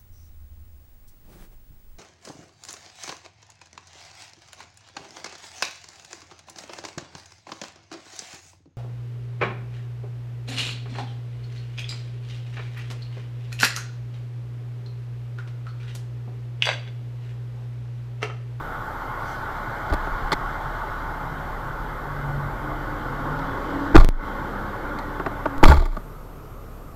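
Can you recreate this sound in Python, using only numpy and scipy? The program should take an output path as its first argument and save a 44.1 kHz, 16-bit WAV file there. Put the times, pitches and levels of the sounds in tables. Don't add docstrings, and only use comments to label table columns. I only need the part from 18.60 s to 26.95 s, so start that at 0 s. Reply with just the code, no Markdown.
import sys
import numpy as np
from scipy import signal
from scipy.io import wavfile
from scipy.ndimage import uniform_filter1d

SR = 44100
rng = np.random.default_rng(int(sys.argv[2]) if len(sys.argv) > 2 else 0)


def unload_audio(sound):
    columns = np.transpose(np.atleast_2d(sound))
    steps = np.round(np.clip(columns, -1, 1) * 32767)
    wavfile.write(sys.argv[1], SR, steps.astype(np.int16))


def boost_factor(decibels):
    exponent = np.asarray(decibels, float) / 20
    return 10 ** exponent


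N = 368235

# pitch_hz, density_db [dB per Hz]
CAB_HISS_COLOUR = [(12, 8), (20, -5.5), (81, -5.5), (96, 1.5), (154, -6.5), (172, -6), (347, -8.5),
                   (388, -6.5), (949, -16), (1220, -9.5), (1660, -24.5), (3950, -35.5), (11100, -38.5),
                   (12100, -39), (16000, -44.5)]
CAB_HISS_DB = -42

# pitch_hz, density_db [dB per Hz]
STREET_COLOUR = [(94, -30), (160, -17), (180, -9.5), (270, -5.5), (463, -8.5), (849, 0.5), (972, -1.5),
                 (1430, 0.5), (1610, -5.5), (2110, -14), (2500, -26.5), (3440, -21), (9000, -43),
                 (11700, -78), (19800, -120)]
# pitch_hz, density_db [dB per Hz]
RUMBLE_COLOUR = [(20, 1), (40, -11), (60, -19), (120, 11.5), (165, -12.5)]
# pitch_hz, width_hz, level_db (level not used)
DASH_HOLLOWS = [(883, 52, 0), (1099, 42, -3), (1475, 80, -2), (2100, 67, -15), (3120, 280, -26),
                (7560, 610, -37)]
ROAR_DB, GROWL_DB, HISS_DB, RUMBLE_DB = -36.5, -46.5, -61.5, -42.5
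# closest_s, half_power_s (time off closest), tyre_roar_db, engine_growl_db, hiss_db
PASSES = [(1.55, 0.88, -32.5, -46, -53.5), (5.1, 0.65, -33.5, -35.5, -53), (6.3, 0.35, -40.5, -40.5, -61)]
# time_s, pitch_hz, level_db
LORRY = [(1.5, 66.5, -59), (2.2, 61.5, -57), (2.8, 51.8, -42.5), (3.3, 49, -43.5), (3.83, 47, -35),
         (4.3, 44.4, -50), (4.75, 49.6, -37.5), (5.05, 60, -49.5), (5.8, 66.5, -45.5), (6.95, 68, -56)]
# multiple [of engine pitch], level_db
LORRY_ORDERS = [(1, -2), (2, -10.5), (3, 1), (4, -19), (5, -13), (6, -21)]
# time_s, pitch_hz, level_db
DRONE = [(3.5, 296, -76), (4.15, 302, -41), (4.45, 300, -49.5), (4.7, 270, -47), (5.25, 282, -33),
         (5.75, 287, -44), (6.65, 296, -48), (6.85, 277, -42)]
# multiple [of the note], level_db
DRONE_PARTIALS = [(1, 0), (1.14, -10.5)]
SEALED_S = 6.97

# start_s, level_db
DOOR_STATES = [(0, -43), (1.35, -39), (5.6, -39.5), (7.1, -43)]
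# multiple [of firing rate], level_db
IDLE_ORDERS = [(1, 2), (2, -7.5), (3, -10), (4, -9)]
IDLE_HZ = 35.7

# centre_s, half_length_s, level_db
SLEEVE = (0.71, 0.092, -52.5)
# pitch_hz, density_db [dB per Hz]
CLOTH_COLOUR = [(3000, -1), (4500, 5), (8000, -12), (15000, -14)]

# pitch_hz, width_hz, level_db
PANEL_BODY = [(197, 75, -5), (300, 81, -2), (351.5, 88, -7)]
# pitch_hz, width_hz, level_db
PANEL_SKIN = [(664, 207, -2.5), (863, 214, 1), (1142, 233, -1), (1364, 150, -6.5)]
# pitch_hz, width_hz, level_db
PANEL_TREBLE = [(2143, 450, 9.5), (2630, 2200, 0), (3340, 680, 4.5), (3940, 1220, 1.5), (4810, 3100, -22)]
# pitch_hz, width_hz, level_db
PANEL_EDGE = [(7500, 1300, 0), (9800, 4000, -5), (13000, 5000, -5)]
# start_s, skin_peak_db, then against it body_db, treble_db, edge_db
KNOCKS = [(1.298, -27, 0, -8, -34), (1.324, -17, -6, -14.5, -30), (1.335, -18.5, -5.5, -10.5, -16),
          (1.469, -22.5, -6, -29, -36), (1.718, -12.5, -9.5, -1, -19), (1.726, -13.5, -6, -3.5, -20),
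          (4.79, -27, -15, -8, -37), (5.345, -8.5, 5, -28, -36), (5.354, 0, 5, -14, -38),
          (5.363, 8, -13, -13.5, -29), (6.387, -25.5, -20, -5.5, -22), (6.597, -17.5, -2, -37, -50),
          (6.661, -16, -4, -26, -43), (6.856, -10.5, -7, -38, -52), (7.028, -3.5, -1.5, -24, -31),
          (7.036, 11, -14, -20.5, -30), (7.110, 5.5, -18, -24, -32), (7.119, 6.5, -14, -24, -30),
          (7.254, -14.5, -3, -5, -11), (7.366, -19.5, -6.5, -21, -30)]
# start_s, skin_peak_db, treble_db (against skin), hold_s, t60_s
RATTLES = [(5.365, -2.5, -7, 0.021, 0.27), (7.045, 2.5, -6.5, 0.063, 0.39)]
RATTLE_BODY_DB, RATTLE_EDGE_DB = -4, -11
TICKS_PER_S, TICK_S, TICK_SPREAD_DB = 400, 0.0014, 1.5

CAB_MODES = {"swing": (7.5, .8), "air": (23.5, .58), "seal": (22, .19), "body": (29.5, .5),
             "frame": (62, .17), "skin": (69.5, .42), "glass": (140, .3)}
# start_s, level_db (before it dies away), mode, direction of the pressure
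PUSHES = [(1.318, -12, "frame", "out"), (1.331, -19, "body", "in"), (1.52, -23, "body", "in"),
          (1.63, -24.5, "body", "in"), (1.751, -24, "body", "in"), (5.342, -3, "seal", "out"),
          (5.3638, 16.5, "air", "in"), (5.3747, 13, "frame", "out"), (6.965, -17.5, "swing", "in"),
          (7.036, 13.5, "seal", "out"), (7.063, 12, "seal", "in"), (7.0879, 11, "skin", "in"),
          (7.091, 0.5, "glass", "out"), (7.176, 6, "body", "out")]

# pitch_hz, level_db (ahead of the gain control)
CAMERA_WHINE = [(11899, -64)]
# start_s, step [full scale 1, ahead of clipping], decay_s (to 1/e)
POPS = [(5.4469, -0.36, 0.0047), (5.4889, -0.34, 0.0075), (6.9811, 0.075, 0.0011)]


def evened(x):
    return x / np.sqrt(np.mean(x ** 2) + 1e-20)


def add(mix, s, sound):
    part = mix[round(s * SR):][:len(sound)]
    part += sound[:len(part)]


def curve(table):
    s, *columns = np.transpose(table)
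    return [np.interp(np.arange(N) / SR, s, c) for c in columns]


def noise(colour, lo=0, hi=SR, patchy_db=1.5, peaks=(), lift=0):
    frames, hz = N // 512 + 5, np.fft.rfftfreq(2048, 1 / SR)
    real, imag, patches = rng.standard_normal((frames, 1025, 3)).T
    patches = uniform_filter1d(patches, size=14, axis=0)
    patches = evened(uniform_filter1d(patches, size=7, axis=1))
    f, db = np.transpose(colour)
    shape = boost_factor(np.interp(np.log(hz + 1), np.log(f + 1), db))
    shape = shape * (hz >= lo) * (hz < hi)
    shape = shape * (1 + lift * sum(1 / (1 + (2 * (hz - f) / w) ** 2) for f, w, _ in peaks))
    spectra = (real + 1j * imag) * shape[:, None] * boost_factor(patchy_db * patches)
    return evened(signal.istft(spectra, nperseg=2048, noverlap=1536)[1][:N])


def tone(hz, k=1):
    return np.sqrt(2) * np.sin(2 * np.pi * (k * np.cumsum(hz) / SR + rng.random()))


def engine(hz, db, orders, waver_db):
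    waver = uniform_filter1d(rng.standard_normal((len(orders), N)), size=6000, axis=1)
    total = 0
    for (k, order_db), w in zip(orders, waver):
        total = total + boost_factor(order_db + waver_db * evened(w)) * tone(hz, k)
    return boost_factor(db) * total


def cab_hiss():
    return boost_factor(CAB_HISS_DB) * noise(CAB_HISS_COLOUR, patchy_db=1.2)


def traffic():
    t = np.arange(N) / SR
    power = boost_factor([[ROAR_DB], [GROWL_DB], [HISS_DB]]) ** 2
    for s, half, *db in PASSES:
        power = power + boost_factor(np.array(db))[:, None] ** 2 / (1 + ((t - s) / half) ** 2)
    return np.sqrt(power)


def street():
    roar, growl, hiss = traffic()
    sound = roar * noise(STREET_COLOUR, 600, 2440, patchy_db=1.5, peaks=DASH_HOLLOWS, lift=1.0)
    sound += growl * noise(STREET_COLOUR, 160, 600, patchy_db=0.0)
    sound += hiss * noise(STREET_COLOUR, 2400, 8400, patchy_db=1.5, peaks=DASH_HOLLOWS, lift=0.57)
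    sound += boost_factor(RUMBLE_DB) * noise(RUMBLE_COLOUR, 15, 165, patchy_db=3)
    sound += engine(*curve(LORRY), LORRY_ORDERS, waver_db=3.0)
    sound += engine(*curve(DRONE), DRONE_PARTIALS, waver_db=4)
    since_sealed = np.maximum(np.arange(N) / SR - SEALED_S, 0)
    return sound * boost_factor(-60 * since_sealed / 1.8)


def idle():
    s, db = np.transpose(DOOR_STATES)
    state = np.searchsorted(s, np.arange(N) / SR + 1e-3) - 1
    level_db = uniform_filter1d(db[np.maximum(state, 0)], size=8000)
    return engine(np.full(N, IDLE_HZ), level_db, IDLE_ORDERS, waver_db=1.5)


def rustle():
    s, half, db = SLEEVE
    puff = np.exp(-((np.arange(N) / SR - s) / half) ** 2)
    return boost_factor(db) * puff * noise(CLOTH_COLOUR, 3000, 15500, patchy_db=4.0)


def ring(burst, modes):
    out = 0
    for hz, width, db in modes:
        pole = signal.iirpeak(hz, hz / width, SR)
        once = signal.lfilter(*pole, burst)
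        out = out + boost_factor(db) * signal.lfilter(*pole, once)
    return out / abs(out).max()


def panels(burst, body_db, treble_db, edge_db):
    groups = (PANEL_SKIN, PANEL_BODY, PANEL_TREBLE, PANEL_EDGE)
    levels_db = (0, body_db, treble_db, edge_db)
    return sum(boost_factor(d) * ring(b, modes) for b, modes, d in zip(burst, groups, levels_db))


def knock(db, body_db, treble_db, edge_db):
    t, t60 = np.arange(SR // 4) / SR, 0.03
    coarse = boost_factor(2 * evened(uniform_filter1d(rng.standard_normal(len(t)), size=90)))
    blow = 1 + 0.49 * np.exp(-t / .003)
    onset = np.minimum(t / 0.0013, 1)
    decay = boost_factor(-60 * (t / t60) ** 1.45)
    burst = rng.standard_normal((4, len(t))) * coarse * blow * decay * onset
    return boost_factor(db) * panels(burst, body_db, treble_db, edge_db)


def rattle(db, treble_db, hold, t60):
    t = np.arange(SR // 2) / SR
    hits = rng.random(len(t)) < TICKS_PER_S / SR
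    ticks = hits * boost_factor(TICK_SPREAD_DB * rng.standard_normal(len(t)))
    shake = 0.55 + signal.lfilter([1], [1, -np.exp(-1 / (TICK_S * SR))], ticks)
    decay = boost_factor(-60 * np.maximum(t - hold, 0) / t60)
    burst = rng.standard_normal((4, len(t))) * shake * decay
    return boost_factor(db) * panels(burst, RATTLE_BODY_DB, treble_db, treble_db + RATTLE_EDGE_DB)


def boom(db, mode, way):
    t, (hz, t60) = np.arange(SR) / SR, CAB_MODES[mode]
    swing = np.maximum(boost_factor(-60 * t / t60) - boost_factor(-28), 0)
    sign = 1 if way == "in" else -1
    return sign * boost_factor(db) * swing * np.sin(2 * np.pi * hz * t)


def scene():
    mix = cab_hiss() + street() + idle() + rustle()
    for sound, table in ((knock, KNOCKS), (rattle, RATTLES), (boom, PUSHES)):
        for s, *row in table:
            add(mix, s, sound(*row))
    return mix[None]


def gain_control(x):
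    power_db = 10 * np.log10(signal.lfilter([.001], [1, -.999], x ** 2) + 1e-12)
    cut_db = np.clip(3 * (power_db + 7), 0, 13.5)
    rise = np.arange(N) * 130. / SR
    cut_db = np.maximum(np.maximum.accumulate(cut_db + rise) - rise, 0)
    keep = np.exp(-1 / (.02 * SR))
    return x * boost_factor(-signal.lfilter([1 - keep], [1, -keep], cut_db))


def top_cut(x):
    return signal.sosfilt(signal.butter(12, 16490, fs=SR, output="sos"), x)


def record(dry):
    [(whine_hz, whine_db)] = CAMERA_WHINE
    x = dry[0] + boost_factor(whine_db) * tone(np.full(N, whine_hz))
    x = gain_control(x)
    for s, step, decay in POPS:
        add(x, s, step * np.exp(-np.arange(2000) / SR / decay))
    x = np.clip(x, -.97, .97)
    x = signal.lfilter(*signal.butter(1, 1.5, "high", fs=SR), x)
    x = signal.sosfilt(signal.butter(10, 15700, fs=SR, output="sos"), x)
    return top_cut(x[None])


dry = scene()
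out = record(dry)
unload_audio(out)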